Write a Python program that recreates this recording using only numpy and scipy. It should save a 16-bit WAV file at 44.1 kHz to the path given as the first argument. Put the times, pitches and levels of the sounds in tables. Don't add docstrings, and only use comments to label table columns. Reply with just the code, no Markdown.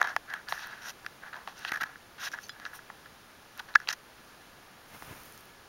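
import sys
import numpy as np
from scipy import signal
from scipy.fft import rfft, irfft, next_fast_len
from scipy.io import wavfile
from scipy.ndimage import uniform_filter1d, map_coordinates

SR = 44100
rng = np.random.default_rng(int(sys.argv[2]) if len(sys.argv) > 2 else 0)


def unload_audio(sound):
    columns = np.transpose(np.atleast_2d(sound))
    steps = np.round(np.clip(columns, -1, 1) * 32767)
    wavfile.write(sys.argv[1], SR, steps.astype(np.int16))


def field_ratio(decibels):
    return 10 ** (np.asarray(decibels, dtype=float) / 20)


N = 250488

# frequency in Hz, bandwidth in Hz, level in dB.
PANEL = [(727, 160, -4), (883, 116, 0.5), (1116, 287, -2), (1974, 350, -5)]
CAVITY = [(1450, 254, -4), (1701, 87, 1), (1924, 130, -8)]
LOW_RIBS = [(2650, 380, 7), (3294, 180, 7.5), (3840, 470, 4.5), (4850, 420, -3)]
HIGH_RIBS = [(5490, 920, 0.5), (6140, 1840, -3.6)]
FIZZ = [(9030, 1600, -0.1), (12600, 3300, 0), (14900, 1830, -1)]
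PARTS = PANEL, CAVITY, LOW_RIBS, HIGH_RIBS, FIZZ


def unit(x):
    return x / np.sqrt(np.mean(x ** 2) + 1e-20)


def along(points, hz):
    f, v = np.transpose(points)
    return np.interp(np.log(hz + 1), np.log(f + 1), v)


def envelope(rows):
    s, db = np.transpose(rows)
    out = np.zeros(N)
    inside = np.arange(round(s[0] * SR), round(s[-1] * SR))
    out[inside] = field_ratio(np.interp(inside / SR, s, db))
    return out


def wobble(rate):
    knots = rng.standard_normal(int(N * rate / SR) + 4)
    return map_coordinates(knots, [np.arange(N) * rate / SR])


def filtered(x, response):
    m = next_fast_len(N + 8192)
    return irfft(rfft(x, m) * response(np.fft.rfftfreq(m, 1 / SR)), m)[..., :N]


def modal(modes, f):
    h = 0
    for k, (centre, width, db) in enumerate(modes):
        damping = 1j * f * width
        h = h + (-1) ** k * field_ratio(db) * damping / (centre * centre - f * f + damping)
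    return h / np.sqrt(np.mean(abs(h) ** 2))


def ringing(x, modes):
    return filtered(x, lambda f: modal(modes, f))


def coloured(spectrum):
    return unit(filtered(rng.standard_normal(N), lambda hz: field_ratio(along(spectrum, hz))))


def room():
    # frequency in Hz, spectral level in dB.
    hiss_spectrum = [(25, -1.5), (150, 2), (500, -0.5), (900, 0), (2500, -5.5), (5500, -10.5), (9500, -15),
                     (10900, -14), (14700, -20.5), (16000, -13)]
    # resonance in Hz, bandwidth in Hz, level in dB.
    air_modes = [(1210, 80, -2), (1410, 150, -3), (1712, 55, 1)]
    hiss_db = -54.5
    air = field_ratio(-8.5) * ringing(rng.standard_normal(N), air_modes)
    drift = field_ratio(0.3 * wobble(3))
    return field_ratio(hiss_db) * drift * (coloured(hiss_spectrum) + air)


def stroke(s, length, db, peak, rise_db, fall_db):
    out = np.zeros((5, N))
    i = np.arange(round(s * SR), round((s + length) * SR))
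    u = (i / SR - s) / length
    peak = np.clip(peak, 0.02, 0.98)
    rising = np.c_[rise_db] * (1 - u / peak)
    falling = np.c_[fall_db] * (u - peak) / (1 - peak)
    out[:, i] = field_ratio(np.c_[db] - np.where(u < peak, rising, falling)) ** 2
    return out


def rub_level():
    # start in seconds, length in seconds, peak in dB,
    # low ribs in dB beside it, panel in dB beside it.
    pushes = [
        (0, 0.019, -31, -17, -8.5),
        (.81, .1, -40, -16, -18),
        (1.555, 0.13, -44, -7, -18),
        (1.65, 0.066, -42.5, -12, -16),
        (2.225, 0.062, -35.5, -6, -19.5),
        (3.57, 0.019, -48, -10, -9),
        (3.878, 0.039, -32, -8.5, -20),
    ]
    drags = [(.036, 0.045, -31.5, -18, -12), (.072, 0.071, -35, -17.5, -13.5), (.5, 0.14, -40, -14, -18.5),
             (.66, 0.24, -45, -12, -14.5), (1.33, 0.12, -48.5, -13, -6), (1.474, 0.059, -55, 1.5, 1.5),
             (1.776, 0.021, -43, -13, -14), (1.843, 0.093, -43.5, -18, -16),
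             (2.328, 0.048, -38, -19, -14.5), (2.372, .02, -46.5, -14, -7), (3.6, 0.011, -44, -19, -3),
             (3.678, 0.058, -49, -10, -9)]
    sways = [
        (.275, 0.14, -39, -20, -17.5),
        (.468, 0.041, -42, -25, -15),
        (.57, 0.12, -40.5, -7.5, -18),
        (1.215, 0.099, -43.5, -21, -14),
        (2.18, 0.1, -39, -8.5, -19.5),
        (2.53, 0.24, -47.5, -20, -16.5),
        (2.725, 0.045, -53, -10, -4.5),
        (3.775, 0.1, -51, -10, -15),
    ]
    # start in seconds, length in seconds, peak in dB,
    # tilt in dB towards the fizz, peak position as a share of the length.
    brushes = [(0.069, 0.048, -54, -9, .5), (0.483, 0.13, -49, -0.5, 0.067), (.58, 0.076, -58, -8, .3),
               (0.817, 0.096, -45.5, -5, 0.89), (1.56, 0.063, -57, -12, .3),
               (2.198, 0.091, -42, -5.5, 0.65), (2.314, 0.039, -50, -7, .3), (2.395, 0.091, -58, 0, 0.42),
               (2.642, 0.049, -57, -14, 0.4), (2.73, 0.056, -54.5, 6, .55), (3.554, .045, -64, -5, 0.73),
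               (3.88, 0.039, -41.5, -12, 0.65), (3.925, 0.015, -39.5, -20, 0.23)]
    push = (0.81, 11.3, 6.3)
    drag = (0.18, 10, 14.3)
    sway = (0.54, 10.3, 16.3)
    high_db, fizz_db = -8, -13.5
    grow = np.array([1, 1, 1.12, 1.12, 1.12])
    power = np.zeros((5, N))
    for rows, (peak, rise, fall) in [(pushes, push), (drags, drag), (sways, sway)]:
        for s, length, db, low, panel in rows:
            parts_db = db + np.array([panel, 0, low, low + high_db, low + fizz_db])
            power += stroke(s, length, parts_db, peak, rise * grow, fall * grow)
    edge = 15 * np.ones(5)
    for s, length, db, tilt, peak in brushes:
        parts_db = db + np.array([-99, -99, -1.5, 0, tilt])
        power += stroke(s, length, parts_db, peak, edge, edge)
    return np.sqrt(np.abs(uniform_filter1d(power, size=90)))


def rubs():
    creak = unit(field_ratio(2.5 * wobble(300) + 0.8 * wobble(70)))
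    hiss = unit(field_ratio(1.5 * wobble(500) + 0.7 * wobble(70)))
    grain = np.array([creak, creak, hiss, hiss, hiss])
    force = rub_level() * grain * rng.standard_normal((5, N))
    force[0] = uniform_filter1d(force[0], size=16) * 16 ** 0.5
    return force


def touches():
    # time in seconds, energy in dB,
    # then cavity, low ribs and edge (high ribs) in dB beside it.
    pats = [(0.0152, 2, 5, -26, -19.5), (0.0281, -7.5, -2, -7, -15.5), (0.0489, -19.5, 12, -13, -21),
            (.164, .5, -1.5, -13.5, -19), (0.5241, -1.5, -32, -11.5, -43), (1.4755, -10.5, -33, -9.5, -28),
            (1.6494, -13, 4.5, 1.5, -17), (2.599, -21.5, -3, -9, -19), (2.901, -16.5, -3.5, -30, -34),
            (3.874, -18, -7, 3.5, -22), (3.8883, -11, -1, 8.5, -5), (5.023, -17, -29, -18, -18)]
    # time in seconds, length in ms, energy in dB,
    # low ribs in dB beside it, edge in dB beside it.
    skids = [(0.041, 5.2, -11, -29, -26), (.071, 5.2, -5.5, -19, -25), (.299, 9.1, -14.5, -14, -23),
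             (0.337, 3.9, -6, -14.5, -21.5), (1.045, 3.7, -21.5, -20, -24), (1.231, 8.8, -19, -29, -32),
             (1.269, 2.1, -29, -10, -23), (1.28, 7.9, -19, -25, -32), (1.333, 2.6, -15, -14, -37),
             (1.365, 1.5, -30, 0, -12), (1.673, 24, -16.5, 4.5, -14), (1.692, 3.1, -13, -17, -17),
             (1.718, 5.2, -2, -14, -21), (1.731, 21.4, -4, -19, -22), (1.755, 10.7, -6, -17, -24),
             (1.77, 8.6, -9, -25, -23), (1.8, 25, -8.5, -13, -28), (1.808, 18.5, -1, -17, -21),
             (1.832, 6.8, -2.5, -18, -20.5), (3.058, 3, -22.5, -13, -32), (3.593, 10, -10.5, -8, -19),
             (3.886, 1.15, -8.5, -18, -30), (3.925, 13.4, -9.5, -25, -12)]
    # time in seconds, energy in dB, low ribs and edge in dB beside it.
    nails = [(.486, -13, -5.5, -27), (0.5916, -15, -24, -22), (1.0636, -9, -9.5, -19),
             (1.3294, -16, -35, -35), (1.342, -15, -15, -34), (1.356, -21, -17, -30),
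             (1.957, -19, -26, -33), (2.3173, -21.5, -15, -8), (2.339, -8.5, -33, -24),
             (2.387, -13, -19, -26), (2.4941, -14.5, -7.5, -17), (2.653, -12.5, -6, -34),
             (2.663, -12, -34, -36), (2.733, -19.5, -30, -29), (2.7911, -19, -21, -29),
             (3.594, -20, -3.5, -22), (3.7401, -25, -7, -18), (3.8015, -14, -22, -17),
             (3.816, -20, -24, -25)]
    # time in seconds, energy in dB, shell in dB beside it.
    ticks = [(.6633, -35, -9), (.6713, -28, -9), (1.592, -30, -10), (2.486, -34, -2), (3.577, -27.5, -9.5),
             (5.235, -31, -8), (5.257, -31, -13), (5.3237, -29, -16), (5.3773, -30, -4), (5.4087, -32, -13),
             (5.4564, -35, -14)]
    # time in seconds, cavity energy in dB, rattle in dB.
    blows = [
        (3.752, -6, -10),
        (3.7543, 6, -1),
        (3.7566, 16.5, 1),
    ]
    rattle_db = [-16, -12.5, -16.5, -33]
    nail_panel_db, skid_panel_db = -17, -10.5
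    tap_fizz_db, skid_fizz_db = -6, -0.5
    rows = []
    for s, db, low, edge in nails:
        rows.append((s, 1, db + nail_panel_db, db, db + low, db + edge, db + edge + tap_fizz_db))
    for s, db, air, low, edge in pats:
        rows.append((s, 1, db, db + air, db + low, db + edge, db + edge + tap_fizz_db))
    for s, db, body in ticks:
        rows.append((s, 1, db + body - 12, db + body, db + body - 8, db + body, db))
    for s, db, rattle in blows:
        panel, *others = rattle + np.array(rattle_db)
        rows.append((s, 1, panel, db, *others))
    for s, ms, db, low, edge in skids:
        rows.append((s, ms, db + skid_panel_db, db, db + low, db + edge, db + edge + skid_fizz_db))
    return rows


def contacts():
    t = np.arange(1400) / SR
    force = np.zeros((5, N + SR))
    freqs = np.fft.rfftfreq(len(t), 1 / SR)
    heard = np.array([abs(modal(part, freqs)) for part in PARTS])
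    for s, ms, *dbs in touches():
        window = np.sin(np.pi * np.clip(t * 1000 / ms, 0, 1) ** 0.8) ** 0.6
        burst = rng.standard_normal((5, len(t))) * window
        if ms == 1:
            burst[:2] = t * np.exp(-t / 0.00007)
        energy = np.mean(abs(rfft(burst) * heard) ** 2, axis=1, keepdims=True)
        burst /= np.sqrt(energy)
        start = round((s - 0.0006) * SR)
        force[:, start:start + len(t)] += field_ratio(np.array(dbs))[:, None] * burst
    return force[:, :N]


def shell():
    forces = contacts() + rubs()
    panel, cavity, low, high, fizz = (ringing(f, part) for f, part in zip(forces, PARTS))

    def port(f):
        return 1j * f * 1400 / (1620 ** 2 - f * f + 1j * f * 1400)

    def stiffness(f):
        bass_cut = (1j * f / (350 + 1j * f)) ** 2
        return bass_cut / (1 + 1j * f / 9000 - (f / 7000) ** 2)

    cavity = filtered(cavity, port)
    solid = cavity - panel + low + high
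    return filtered(solid, stiffness) + fizz


def bumps():
    # time in seconds, frequency in Hz, level in dB.
    pushes = [
        (1.7192, 298, -41.5),
        (1.819, 278, -47),
        (1.834, 150, -52),
        (3.7554, 334, -42),
        (4.945, 220, -53),
        (5.023, 310, -48),
        (5.077, 90, -53),
        (5.11, 130, -44.5),
        (5.122, 131, -49),
        (5.126, 325, -44),
    ]
    out, t = np.zeros(N), np.arange(SR // 10) / SR
    for s, hz, db in pushes:
        push = field_ratio(db + 10.5) * np.sin(2 * np.pi * hz * t) * np.exp(-t * hz * 1.68)
        out[round(s * SR):][:len(t)] += push
    return filtered(out, lambda f: 1j * f / (60 + 1j * f))


def strap_ring():
    # start in seconds, frequency in Hz, level in dB, 60 dB decay time in seconds.
    chinks = [
        (2.4937, 3418, -42, .08),
        (2.4937, 4070, -46, .09),
        (2.4937, 4996, -39, .06),
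        (2.4937, 7050, -42, .025),
        (2.4665, 6200, -37, .015),
        (2.44, 4500, -41, .05),
        (2.436, 6250, -46, .08),
        (3.7395, 4050, -48, .06),
    ]
    out, t = np.zeros(N), np.arange(SR // 8) / SR
    for s, hz, db, t60 in chinks:
        onset = 1 - np.exp(-t / 0.00033)
        out[round(s * SR):][:len(t)] += field_ratio(db - 60 * t / t60) * np.sin(2 * np.pi * hz * t) * onset
    return out * field_ratio(3 * wobble(250))


def cat():
    # time in seconds, level in dB.
    paw_levels = [
        (4.8, -66),
        (4.9, -61),
        (4.948, -49),
        (4.99, -61),
        (5.06, -51.5),
        (5.116, -47),
        (5.26, -62),
        (5.55, -73),
    ]
    # time in seconds, level in dB.
    fur_levels = [
        (4.8, -77),
        (4.948, -57.5),
        (5.26, -56.5),
        (5.55, -73),
    ]
    # frequency in Hz, spectral level in dB.
    thud_spectrum = [(40, -5), (110, -2), (400, -8), (1300, -5.5), (2600, -10.5), (4000, -22)]
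    swish_spectrum = [(600, 1), (1500, 4), (4000, 0), (9000, 1.5), (13000, 0), (16000, 2)]
    thud = unit(field_ratio(2 * wobble(45)) * coloured(thud_spectrum))
    swish = unit(field_ratio(1.2 * wobble(70) + 1.5 * wobble(200)) * coloured(swish_spectrum))
    return envelope(paw_levels) * thud + field_ratio(3) * envelope(fur_levels) * swish


def scene():
    return (room() + shell() + bumps() + strap_ring() + cat())[None]


def band_limit(x):
    return signal.sosfilt(signal.butter(12, 16510, fs=SR, output="sos"), x)


def record(dry):
    notch_hz, notch_width_hz, top_hz = 7867, 1500, 15800
    scan_hz, scan_db = 15734.1, -83
    recovery_s = 0.09
    over = np.maximum(abs(dry) - 0.6, 0)
    duck_db = signal.lfilter([0.3], [1, -np.exp(-1 / (recovery_s * SR))], over)
    x = dry * field_ratio(-np.minimum(duck_db, 9))
    x = x / (1 + abs(x / 0.72) ** 8) ** (1 / 8)

    def notch(f):
        detuning = notch_hz ** 2 - f * f
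        return detuning / (detuning + 1j * f * notch_width_hz) * (f < top_hz)

    scan_tone = field_ratio(scan_db) * np.sin(2 * np.pi * scan_hz * np.arange(N) / SR)
    return band_limit(filtered(x, notch) + scan_tone)


dry = scene()
out = record(dry)
unload_audio(out)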